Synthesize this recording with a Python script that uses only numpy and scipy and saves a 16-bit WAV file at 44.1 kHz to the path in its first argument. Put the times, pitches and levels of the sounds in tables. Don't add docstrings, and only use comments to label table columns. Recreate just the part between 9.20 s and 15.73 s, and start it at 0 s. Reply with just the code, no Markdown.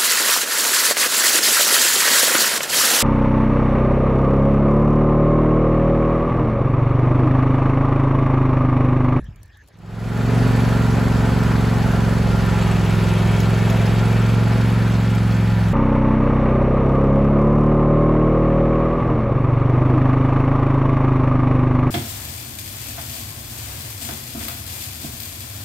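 import sys
import numpy as np
from scipy import signal
from scipy.io import wavfile
from scipy.ndimage import uniform_filter1d

SR = 44100
rng = np.random.default_rng(int(sys.argv[2]) if len(sys.argv) > 2 else 0)


def transcribe(u):
    v = np.clip(np.atleast_2d(u).T, -1, 1)
    q = np.round(v * 32767).astype(np.int16)
    wavfile.write(sys.argv[1], SR, q)


def field_ratio(decibels):
    return 10 ** (np.asarray(decibels, dtype=float) / 20)


N = 287973

# f/Hz, relative density/dB
HISS_COLOUR = [(1200, -10.5), (2500, -1.5), (4500, -5), (5500, -9), (8000, -10), (11000, -15), (15800, -23)]
# t/s, cycle rate/Hz
ENGINE_SPEED = [(0.5, 21.3), (0.58, 21.5), (1.0, 23.0), (1.1, 23.3), (1.36, 23.3), (1.54, 23.0),
                (2.7, 22.7), (3.4, 22.1), (3.52, 21.9), (3.79, 21.7), (3.93, 21.7), (4.13, 22.0),
                (5.39, 22.8), (5.89, 22.5), (6.31, 22.2), (6.46, 21.8), (6.53, 21.6)]


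def evened(x):
    return x / np.sqrt(np.mean(abs(x) ** 2) + 1e-20)


def curves(rows):
    s, *columns = np.transpose(rows)
    return [np.interp(np.arange(N) / SR, s, c, left=c[0]) for c in columns]


def side_share(pan_db):
    return (field_ratio(pan_db) - 1) / (field_ratio(pan_db) + 2.5)


def noise(spectrum, patchy_db, size=1024):
    # f/Hz, level over the sum/dB
    apart_colour = [(40, -28), (90, 2), (200, -2.5), (400, -6), (700, -9.5), (1300, -7.5), (2300, -11),
                    (2700, -15), (4400, -22), (4800, -3.5), (6300, -9), (6900, -24), (8000, -22), (8300, 1),
                    (10100, 0), (10400, -29), (11700, -26), (12000, 1), (14400, 1), (14700, -33)]
    # low f/Hz, high f/Hz, change of the sum/dB
    sum_gaps = [(8350, 9600, -40), (12800, 14100, -40)]
    # f/Hz, nominal left over right/dB
    lean_colour = [(60, 1), (800, -2.5), (1500, -1.5), (2800, 1.3), (5500, 4), (7500, 1)]
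    hop = size // 4
    hz = np.fft.rfftfreq(size, 1 / SR)

    def read(points):
        f, db = np.transpose(points)
        return np.interp(np.log(hz + 1), np.log(f + 1), db)

    a, b, c, d, patches = rng.standard_normal((N // hop + 5, len(hz), 5)).T
    patches = uniform_filter1d(patches, 10, axis=0)
    patches = evened(uniform_filter1d(patches, 12, axis=1))
    sum_db = read(spectrum)
    apart_db = sum_db + read(apart_colour)
    for lo_hz, hi_hz, change_db in sum_gaps:
        sum_db[(hz > lo_hz) & (hz < hi_hz)] += change_db
    total = (a + 1j * b) * field_ratio(sum_db)[:, None]
    apart = (c + 1j * d) * field_ratio(apart_db)[:, None]
    apart = apart + total * side_share(read(lean_colour))[:, None]
    frames = np.array([total, apart]) * field_ratio(patchy_db * patches)
    x = signal.istft(frames, nperseg=size, noverlap=size - hop)[1][:, :N]
    return x / np.sqrt(np.mean(x[0] ** 2))


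def band(x, hz, width):
    turn = np.exp(2j * np.pi * np.cumsum(hz * np.ones(N)) / SR)
    r = np.exp(-np.pi * width / SR)
    return 2 * (turn * signal.lfilter([(1 - r) ** 2], [1, -2 * r, r * r], x / turn)).real


def wind():
    # t/s, level/dB
    wind_levels = [(0.0, -31), (0.118, -39), (0.192, -45), (0.226, -42), (0.3, -50), (0.576, -51),
                   (0.62, -51)]
    low = signal.butter(2, [40, 95], "band", fs=SR, output="sos")
    rumble = evened(signal.sosfilt(low, rng.standard_normal((2, N))))
    return rumble * [[1], [.04]] * field_ratio(curves(wind_levels)[0])


def rasp():
    # start t/s, length/s, level at start/dB, level at end/dB
    stretches = [(0.0, .085, -54, -60), (0.098, 0.329, -74, -52)]
    edge_s = 0.011
    t, swell = np.arange(N) / SR, np.zeros(N)
    for s, long_s, start_db, end_db in stretches:
        glide = field_ratio(start_db + (end_db - start_db) * np.clip((t - s) / long_s, 0, 1))
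        swell += glide * np.clip(np.minimum(t - s + edge_s, s + long_s - t) / edge_s, 0, 1)
    narrow = evened(band(rng.standard_normal((2, N)), 1740, 240))
    return narrow * [[1], [.3]] * swell


def air():
    # f/Hz, relative density/dB
    air_colour = [(150, -27), (250, 3), (1190, -5), (1740, -8), (2340, -6.5), (7490, -21.5), (8610, -35),
                  (10600, -25), (15800, -34)]
    return noise(air_colour, patchy_db=5.0, size=512) * field_ratio(-58)


def knock():
    # t/s, level before the decay/dB, f reached 2 ms in/Hz, t60/s
    bump = (.082, -26, 210, .16)
    s, db, hz, t60 = bump
    t = np.maximum(np.arange(N) / SR - s, 0)
    onset = 1 - np.exp(-(t / 0.0047) ** 2)
    sagging = np.sin(2 * np.pi * hz * 0.013 * np.log(1 + t / 0.011))
    return np.outer([1, 0], field_ratio(db - 60 * t / t60) * onset * sagging)


def crackles():
    # t/s, nominal level/dB, nominal left over right/dB
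    placed = [(0.0428, -51.5, 1.0), (0.1595, -50.5, 1.0), (0.2309, -41.5, 1.0), (0.2584, -54.5, -2.0),
              (0.2788, -59, 0.5), (0.3716, -52.5, 1.0), (0.4754, -50, 2.5), (0.4844, -48, 2.5),
              (0.5871, -54.5, -2)]
    faint = [(0.6 * u, -61, 1.5) for u in rng.random(size=6)]
    out, t = np.zeros((2, N)), np.arange(1000) / SR
    bright = signal.butter(1, [6000, 13000], "band", fs=SR, output="sos")
    for s, db, pan_db in placed + faint:
        snap = signal.sosfilt(bright, rng.standard_normal((2, 1000))) * field_ratio(db - 60 * t / 0.024)
        out[:, round(s * SR):][:, :1000] += [snap[0], snap[0] * side_share(pan_db) + snap[1]]
    return out


def yard():
    fade_out = np.clip((1.1 - np.arange(N) / SR) / .5, 0, 1)
    return (wind() + rasp() + air() + knock() + crackles()) * fade_out


def jolt():
    # t/s, level before rise and decay/dB, f/Hz, width/Hz, rise/s, t60/s
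    frame_hum = (3.37, -31, 388, 40, .06, .5)
    s, db, hz, width, rise, t60 = frame_hum
    t = np.maximum(np.arange(N) / SR - s, 0)
    envelope = np.minimum(t / rise, 1) * field_ratio(db - 60 * np.maximum(t - rise, 0) / t60)
    hum = evened(band(rng.standard_normal(N), hz, width)) * envelope
    return np.outer([1, .1], hum)


def chain():
    # f/Hz, level within the ring/dB, t60 before the length factor/s
    partials = [(5530, -7, 0.062), (6670, -1, 0.035), (10200, -11, 0.034), (12340, -8, 0.069)]
    # t/s, ring level/dB, ring length factor, nominal tick level/dB
    clinks = [(4.203, -20.5, 0.3, -41), (4.499, -30.5, 1.3, -52), (5.95, -30, .3, -48)]
    out, t = np.zeros(N + 4000), np.arange(4000) / SR
    for s, ring_db, long, tick_db in clinks:
        ring = np.zeros(4000)
        for f, db, t60 in partials:
            ring += field_ratio(ring_db + db - 60 * t / (t60 * long)) * np.sin(2 * np.pi * f * t)
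        tick = field_ratio(tick_db - 60 * t / 0.045) * np.diff(rng.standard_normal(4001))
        out[round(s * SR):][:4000] += (ring + tick) * np.minimum(t / 0.0012, 1)
    return np.outer([1, .4], out[:N])


def drag():
    # t/s, nominal level/dB
    scrape = [(2.5, -100), (2.9, -57), (3.3, -44), (3.85, -40.5), (4.2, -42), (4.8, -41.5), (5.3, -45.5),
              (5.8, -45.5), (6.5, -48)]
    # f/Hz, width/Hz, level over the broad ring/dB
    wire_modes = [(1855, 100, -17), (2247, 96, -7.5), (2360, 77, -7), (2585, 64, -7.5), (2768, 86, -14),
                  (3160, 50, -11), (3326, 54, -11.5), (3700, 90, -12)]
    t, knots = np.arange(N) / SR, np.arange(0, N / SR + .3, .2)
    strength = field_ratio(2.6 * np.minimum(rng.exponential(1, N), 4))
    struck = rng.random(N) < 2500 / SR
    grit = strength * struck * rng.standard_normal(N)
    wires = evened(band(grit, 2460, 1700))
    touches = rng.standard_normal((len(knots), len(wire_modes))).T
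    for (hz, width, db), touch in zip(wire_modes, touches):
        wires += field_ratio(db + 2.1 * np.interp(t, knots, touch)) * evened(band(grit, hz, width))
    density = evened(uniform_filter1d(abs(grit), 300))
    rustle = noise(HISS_COLOUR, patchy_db=5.5, size=256) * density
    return (np.outer([1, .1], wires) + field_ratio(-2.0) * rustle) * field_ratio(curves(scrape)[0])


def level(free_db, load_db, away_db, slope_db):
    # t/s, share 0-1
    load = [(1.2, 0.54), (1.8, 0), (3.2, .14), (3.8, 1), (4.2, 0.96), (5.2, 0.9), (5.7, 0.4), (6.5, 0.66)]
    turn_start_s, turn_s = 4.45, 1.88
    away = np.clip((np.arange(N) / SR - turn_start_s) / turn_s, 0, 1)
    faster_hz = curves(ENGINE_SPEED)[0] - 22.5
    return free_db + load_db * curves(load)[0] + away_db * away + slope_db * faster_hz


def exhaust(turns, hz, second=1.1, waver_db=.6, waver_turns=.01):
    # rms running free/dB, change at full load/dB, change turned away/dB, slope/(dB per Hz)
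    order_levels = [(-31, 0.5, -4.0, 2.5), (-25, -7.5, 0, -4), (-35, -6, -19, 0), (-20.5, 3.5, 1.5, 2),
                    (-29, -1, -11, 3), (-27.5, 1.5, -4.5, 1), (-23.5, -1.0, 0.5, -3), (-33.5, 0.5, 3, 1),
                    (-30, -0.5, -6.5, 2), (-32, -2.0, 1.5, 8), (-39.5, -8, -4, 3.5), (-43.5, -4, 3, 0.0),
                    (-54, 2.5, -1, 3), (-54, 5.0, -3, 1), (-39, 0, -1, 4), (-40.5, 3.0, -8.5, -1),
                    (-42.5, 4, -10, 3.5), (-39.0, 2, -13, 3), (-55, 2, -4, -3), (-51.5, 9.5, -1, 4)]
    # f/Hz, width/Hz, phase lead below resonance/rad
    muffler = (104, 6, .66)
    stumbles = [1.47, 2.33, 2.8, 5.45]
    # t/s, f/Hz, boost/dB
    climb = [(3.3, 353, -2), (3.8, 349, 2.5), (4.5, 395, -0.5), (4.9, 462, 5.5), (5.5, 470, 4.5),
             (5.9, 478, -1)]
    climb_width_hz = 23
    second_firing = .362
    order = np.arange(len(order_levels)) + 2
    half_gap = np.exp(1j * np.pi * order * second_firing)
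    ring_hz, width, lead = muffler
    f = order * hz.mean()
    chamber_phase = lead - np.arctan2(f * width, ring_hz ** 2 - f ** 2)
    phase = np.angle(half_gap + second / half_gap) + chamber_phase
    knots = np.arange(0, N / SR + .1, .045)
    chance = rng.standard_normal((len(knots), len(order), 2))
    unrest = sum(np.exp(-((knots - s) / 0.037) ** 2) for s in stumbles)
    chance *= 1 + 1.1 * unrest[:, None, None]
    t, out = np.arange(N) / SR, np.zeros(N)
    strongest_db = level(*max(order_levels))
    climb_hz, boost_db = curves(climb)
    for k, (m, rule) in enumerate(zip(order, order_levels)):
        db = level(*rule) + boost_db * np.exp(-((m * hz - climb_hz) / climb_width_hz) ** 2)
        loose = np.clip((strongest_db - db) / 12, .1, 1.4)
        slip = waver_turns * loose * np.interp(t, knots, chance[:, k, 1])
        db += waver_db * loose * np.interp(t, knots, chance[:, k, 0])
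        out += field_ratio(db) * np.cos(2 * np.pi * (m * turns + slip) + phase[k])
    throb = np.sqrt(2) * out
    lean_db = level(free_db=-1.7, load_db=-.3, away_db=1.3, slope_db=0)
    return np.array([throb, throb * side_share(lean_db)])


def puffs(turns, at, depth, width):
    return evened(1 + depth * np.exp((np.cos(2 * np.pi * (turns - at)) - 1) / width))


def fan_roar(turns):
    # f/Hz, relative density/dB
    roar_colour = [(30, -3), (70, 5), (130, -2), (220, -3), (310, -3.5), (420, -3.5), (700, -3), (1000, -7),
                   (1500, -13), (3000, -67)]
    roar = noise(roar_colour, patchy_db=0.72, size=2048) * puffs(turns, at=1.0, depth=0.074, width=0.11)
    return roar * field_ratio(level(free_db=-27.5, load_db=-0.1, away_db=-5, slope_db=0.6))


def tin_clatter(turns):
    # f/Hz, relative density/dB
    clatter_colour = [(500, -20), (1000, -5), (1400, 2), (1900, 0), (2500, -7), (3500, -14), (7000, -29)]
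    # f/Hz, width/Hz, level over the plain clatter/dB
    tin_modes = [(520.5, 33, -9.5), (656, 23, -12), (843.4, 14, -9), (981, 24, -10), (1249, 7.5, -12.5),
                 (1380, 11.4, -8), (1542, 17, -14.5), (1770, 9.6, -13.5), (2435, 28, -18.5),
                 (4420, 73, -19.5)]
    rattle_db, rattle_s = 0.8, .09
    clatter, shake = noise(clatter_colour, patchy_db=0.27), rng.standard_normal(N)
    for f, width, db in tin_modes:
        clatter[0] += field_ratio(db) * evened(band(shake, f, width))
    t = np.arange(N) / SR
    chance_db = rattle_db * np.interp(t / rattle_s, np.arange(200), rng.standard_normal(200))
    clatter *= puffs(turns, at=0.32, depth=0.31, width=0.14)
    return clatter * field_ratio(level(free_db=-35, load_db=0, away_db=-2, slope_db=1.2) + chance_db)


def valve_hiss(turns):
    hiss = noise(HISS_COLOUR, patchy_db=1.22, size=512) * puffs(turns, at=0.47, depth=0.42, width=0.1)
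    return hiss * field_ratio(level(free_db=-39.5, load_db=0, away_db=-5, slope_db=0.2))


def mower():
    fade_start_s, fade_s, fade_bend = 0.49, 0.69, 1.59
    hz, = curves(ENGINE_SPEED)
    turns = np.cumsum(hz) / SR + 0.2966
    fade_in = np.clip((np.arange(N) / SR - fade_start_s) / fade_s, 0, 1) ** fade_bend
    return (fan_roar(turns) + tin_clatter(turns) + valve_hiss(turns) + exhaust(turns, hz)) * fade_in


def scene():
    total, apart = yard() + jolt() + chain() + drag() + mower()
    return np.array([total + apart, total - apart])


def top_cut(x):
    return signal.sosfilt(signal.butter(12, 16880, fs=SR, output="sos"), x)


def record(dry):
    high_pass = signal.butter(2, 30, "high", fs=SR, output="sos")
    thin = signal.sosfilt(high_pass, dry)
    low_pass = signal.firwin(511, 15800, window=("kaiser", 9), fs=SR)
    mix = signal.oaconvolve(thin, low_pass[None], "same")
    return top_cut(mix)


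dry = scene()
out = record(dry)
transcribe(out)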